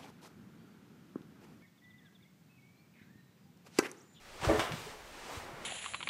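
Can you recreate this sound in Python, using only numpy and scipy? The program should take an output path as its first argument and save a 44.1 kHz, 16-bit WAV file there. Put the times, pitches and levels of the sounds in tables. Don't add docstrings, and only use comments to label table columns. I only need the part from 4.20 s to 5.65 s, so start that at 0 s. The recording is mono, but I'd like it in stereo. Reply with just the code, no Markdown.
import sys
import numpy as np
from scipy import signal
from scipy.fft import rfft, irfft, next_fast_len
from scipy.io import wavfile
from scipy.ndimage import uniform_filter1d, map_coordinates

SR = 44100
rng = np.random.default_rng(int(sys.argv[2]) if len(sys.argv) > 2 else 0)


def store_wav(level_fs):
    pcm = np.round(np.clip(np.atleast_2d(level_fs), -1, 1) * 32767)
    wavfile.write(sys.argv[1], SR, pcm.T.astype(np.int16))


def boost(x):
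    u = np.asarray(x, float) / 20
    return 10 ** u


N = 63945


def unit(x):
    return x / np.sqrt(np.mean(x ** 2) + 1e-20)


def along(points, hz):
    f, v = np.transpose(points)
    return np.interp(np.log(hz + 1), np.log(f + 1), v)


def wobble(rate):
    return map_coordinates(rng.standard_normal(400), [np.arange(N) * rate / SR])


def filtered(x, response):
    m = next_fast_len(len(x) + 8192)
    spectrum = rfft(x, m) * response(np.fft.rfftfreq(m, 1 / SR))
    return irfft(spectrum, m)[:len(x)]


def rush(spectrum, patchy_db, grain_db=-60):
    fibres_per_s = 900
    snaps = (rng.random(N) < fibres_per_s / SR) * rng.standard_normal(N)
    noise = rng.standard_normal(N) + boost(grain_db) * unit(snaps)
    z = signal.stft(noise, nperseg=512)[2]
    field = uniform_filter1d(rng.standard_normal(z.shape), size=5, axis=0)
    field = uniform_filter1d(field, size=8, axis=1)
    patchy = signal.istft(z * boost(patchy_db * unit(field)), nperseg=512)[1][:N]
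    return unit(filtered(patchy, lambda hz: boost(along(spectrum, hz))))


def still_air():
    # (frequency [Hz], density [dB per Hz])
    air_spectrum = [(12, -30), (20, 8), (39, -12), (59, -4), (583, -28.5), (729, -20.5), (2040, -15),
                    (4460, -22.5), (15600, -36.5)]
    level_db = -57 - 6 * np.exp(-np.arange(N) / SR / .02)
    return boost(level_db) * rush(air_spectrum, patchy_db=.6)


def clothes():
    # (time [s], rubbing strength [dB], sheen [dB])
    movement = [(0, -65.5, 2.5), (0.191, -54.5, 3), (.225, -45.5, -2), (0.251, -37, -0.5),
                (0.276, -41.5, 0.5), (.32, -40.5, -1), (.375, -40.5, -1.5), (.44, -45, 1.5),
                (.5, -46, -5.5), (.57, -52, 5), (0.718, -53, 2.5), (.76, -57, 1), (.88, -58, 1),
                (1.08, -50.5, 1), (1.17, -49, 2.5), (1.22, -51.5, 0), (1.36, -51, -11), (1.45, -52.5, 0)]
    # (frequency [Hz], density [dB per Hz])
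    body_spectrum = [(100, -14.5), (170, -5), (341, -0.5), (580, 0.5), (1200, -2), (2000, -8),
                     (3200, -18.5), (6500, -45)]
    # (frequency [Hz], density [dB per Hz])
    sheen_spectrum = [(700, -12), (1500, -10.5), (2400, -3.5), (4000, -6), (8800, -11.5), (10000, -22),
                      (13500, -22.5), (15700, -30)]
    body_db, sheen_offset_db = 2.5, -4
    s, strength, brightness = np.transpose(movement)
    t = np.arange(N) / SR
    strength_db = np.interp(t, s, strength)
    sheen_db = sheen_offset_db + np.interp(t, s, brightness)
    body = boost(body_db + .5 * wobble(25)) * rush(body_spectrum, patchy_db=.6, grain_db=-7.5)
    sheen = boost(sheen_db + .6 * wobble(30)) * rush(sheen_spectrum, patchy_db=.4, grain_db=-14)
    return boost(strength_db) * (body + sheen)


def puffs():
    # (time [s], level [dB], rise [s], hold [s], fall [s per 20 dB])
    escapes = [
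        (0.246, -59, .012, 0.055, 0.33),
        (0.372, -62, 0.0062, 0.015, 0.7),
        (1.09, -64.5, 0.039, 0.031, 0.2),
    ]
    # (frequency [Hz], density [dB per Hz])
    hiss_spectrum = [(6000, -30), (9500, -0.5), (13000, 0), (15700, -5)]
    t = np.arange(N) / SR
    shape = np.zeros(N)
    for s, db, rise, hold, fall in escapes:
        falling = np.clip(t - s - rise - hold, 0, None) / fall
        shape += boost(db - 20 * falling) * np.clip((t - s) / rise, 0, 1)
    return shape * rush(hiss_spectrum, patchy_db=3.0)


def ticks():
    # (time [s], level [dB], frequency [Hz], width [Hz])
    contacts = [
        (0.2325, -34, 1210, 1390),
        (.3947, -22, 2840, 2970),
        (0.3982, -26.5, 1740, 1990),
        (0.401, -21.5, 1090, 1530),
        (0.4075, -29, 980, 1410),
        (.5213, -26.5, 2670, 3600),
        (.5275, -33.5, 2000, 2480),
    ]
    out = np.zeros(N)
    for s, db, hz, width_hz in contacts:
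        click = np.zeros(N)
        click[round(s * SR)] = 1
        click = filtered(click, lambda f: (1j * f * width_hz / (hz * hz - f * f + 1j * f * width_hz)) ** 3)
        out += boost(db) * click / np.abs(click).max()
    return out


def slaps():
    # (time [s], level [dB], patter length [s per 20 dB], lowest frequency [Hz])
    landings = [
        (.213, -43, 0.033, 900),
        (.229, -39.5, .02, 302),
        (.245, -37, 0.033, 900),
        (.393, -26, 0.034, 333),
        (0.5211, -39.5, 0.015, 1000),
        (1.331, -50, 0.0076, 200),
    ]
    # (frequency [Hz], density [dB per Hz])
    slap_spectrum = [(300, 1), (1100, -5), (3400, -8.5), (4100, -19), (9000, -18.5), (10000, -27.5),
                     (15600, -39.5)]
    # (frequency [Hz], width [Hz], lift [dB])
    table_top = [(1100, 150, 4), (1850, 200, 2.5), (3100, 600, 3), (5250, 400, 4)]
    rise_s = .001
    out, t = np.zeros(N + SR), np.arange(SR // 4) / SR

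    def colour(f, low_hz):
        lift_db = sum(db / (1 + ((f - c) / w) ** 2) for c, w, db in table_top)
        return boost(along(slap_spectrum, f) + lift_db) / (1 + (low_hz / (f + 1)) ** 4)

    for s, db, length, low_hz in landings:
        strength_db = 1.7 * rng.standard_normal(len(t) // 16 + 1).repeat(16)[:len(t)]
        patter = rng.standard_normal(len(t)) * boost(strength_db)
        patter = unit(filtered(patter, lambda f: colour(f, low_hz)))
        envelope = boost(db - 20 * t / length) * (1 - np.exp(-t / rise_s))
        out[round(s * SR):][:len(t)] += envelope * patter
    return out[:N]


def damped_swings(rows):
    release_bend = 1.9
    out, t = np.zeros(N + SR), np.arange(SR // 2) / SR
    for s, db, hz, swell, t60 in rows:
        shape = (1 - np.exp(-t / swell)) ** 2 * boost(-60 * (t / t60) ** release_bend)
        out[round(s * SR):][:len(t)] += boost(db) * shape / shape.max() * np.sin(2 * np.pi * hz * t)
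    return out[:N]


def creaks():
    # (time [s], peak level [dB], pitch [Hz], swell [s], t60 [s])
    joint_slips = [
        (.208, -46.5, 925, 0.0066, .07),
        (.228, -42, 1084, 0.0037, 0.064),
        (.242, -34, 1282, 0.0042, 0.037),
        (.34, -42.5, 1800, 0.0055, .09),
        (.661, -42.5, 426, 0.0072, 0.042),
        (.722, -54.5, 425, 0.01, 0.13),
        (1.21, -49, 807, 0.0041, 0.051),
        (1.275, -49, 843, 0.0055, 0.042),
    ]
    return damped_swings(joint_slips)


def thuds():
    # (time [s], peak level [dB], pitch [Hz], swell [s], t60 [s])
    pushes = [(.195, -52, 95, .008, .07), (.228, -34.5, 135, 0.0036, 0.019),
              (0.2704, -23.5, 94.6, 0.0047, 0.034), (0.284, -30.5, 62.6, 0.0074, 0.068),
              (0.336, -35.5, 84, 0.0099, 0.061), (.378, -35.5, 109, 0.0074, 0.042),
              (.506, -37, 135, 0.011, 0.07), (0.513, -50, 81.6, 0.009, 0.065),
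              (.525, -33.5, 141, 0.014, 0.047), (.53, -41, 211, .008, .04), (.575, -49, 109, 0.0054, 0.054),
              (0.601, -57, 67, .01, 0.089), (.65, -51, 142, 0.0028, 0.041), (.805, -55, 42, 0.019, .12),
              (1.167, -39.5, 88, 0.0064, 0.042), (1.33, -47, 133, 0.0042, 0.043)]
    return damped_swings(pushes)


def frame():
    # (time [s], level [dB], contact [s])
    jolts = [
        (.286, -21, 0.00071),
        (0.295, -16.5, 0.00024),
        (.3105, -18.5, 0.00032),
        (.319, -27, 0.00062),
        (.328, -21, 0.00086),
        (0.342, -28, 0.00065),
        (.352, -26, 0.0016),
        (0.363, -30.5, 0.00076),
        (0.374, -38, 0.00059),
    ]
    # (frequency [Hz], level [dB], t60 [s])
    modes = [(234.7, -14.5, .1), (313.7, -8.5, 0.16), (427.3, -6, 0.11), (572, -6.5, 0.067),
             (600, -3, 0.048), (637.4, -2.5, 0.056), (735, -8.5, 0.058), (944, -15.5, 0.099),
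             (1155, -17.5, 0.14), (1800, -13.5, 0.052), (2210, -11, 0.034)]
    rise_s = .0022
    out, t = np.zeros(N + SR), np.arange(SR // 2) / SR
    for s, db, contact in jolts:
        ring = np.zeros(len(t))
        for hz, level, t60 in modes:
            level_chance, pitch_chance = rng.standard_normal(2)
            decay = boost(level + 2 * level_chance - 60 * t / t60)
            softness = 1 + (hz * contact) ** 2
            ring += decay / softness * np.sin(2 * np.pi * hz * (1 + 0.014 * pitch_chance) * t)
        out[round(s * SR):][:len(t)] += boost(db) * ring * (1 - np.exp(-t / rise_s))
    return out[:N]


def kitchen(x):
    # (frequency [Hz], t60 [s])
    decay_times = [(100, 0.56), (500, 0.33), (2500, 0.5), (12000, 0.31)]
    hz, t, z = signal.stft(rng.standard_normal(SR), SR, nperseg=256)
    t60 = along(decay_times, hz)[:, None]
    tail = signal.istft(z * boost(-60 * t / t60), SR, nperseg=256)[1]
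    delayed = np.pad(x, (300, 0))
    return signal.fftconvolve(delayed, tail / np.linalg.norm(tail))[:N]


def scene():
    wood, soft, pat = frame() + creaks(), thuds(), slaps() + ticks()
    chair_room = kitchen(boost(-10.5) * wood + boost(-12.5) * soft)
    table_room = boost(-3.5) * kitchen(pat)
    mono = wood + soft + pat + chair_room + table_room
    mono = mono + clothes() + puffs() + still_air()
    return np.array([mono, mono])


def side_patches(mono):
    # (time [s], lowest frequency [Hz], highest frequency [Hz])
    patches = [(.105, 4600, 5700), (.475, 4100, 5200), (.475, 7500, 11000), (.615, 4600, 5700),
               (.615, 14400, 15700), (.638, 8300, 11000), (.661, 7500, 9600), (.661, 11700, 14400),
               (1.033, 4500, 6900), (1.033, 8300, 10300), (1.102, 5200, 6300), (1.102, 10300, 11700)]
    n, first = 1024, 561
    side = np.zeros(N)
    window = signal.windows.kaiser_bessel_derived(2 * n, 4 * np.pi)
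    delayed = np.roll(mono, 500)
    for s, lo, hi in patches:
        start = first + n * round((s * SR - first) / n - 1)
        band = filtered(delayed, lambda hz: (hz > lo) & (hz < hi))
        u = window * band[start:start + 2 * n]
        early, late = u[:n], u[n:]
        folded = np.r_[early - early[::-1], late + late[::-1]]
        side[start:start + 2 * n] += window * folded
    return side


def low_pass(x):
    return signal.sosfilt(signal.butter(12, 15780, fs=SR, output="sos"), x)


def record(dry):
    mono = filtered(dry[0], lambda hz: hz < 15800)
    side = boost(-3.5) * side_patches(mono)
    return low_pass(mono + np.array([side, -side]))


dry = scene()
out = record(dry)
store_wav(out)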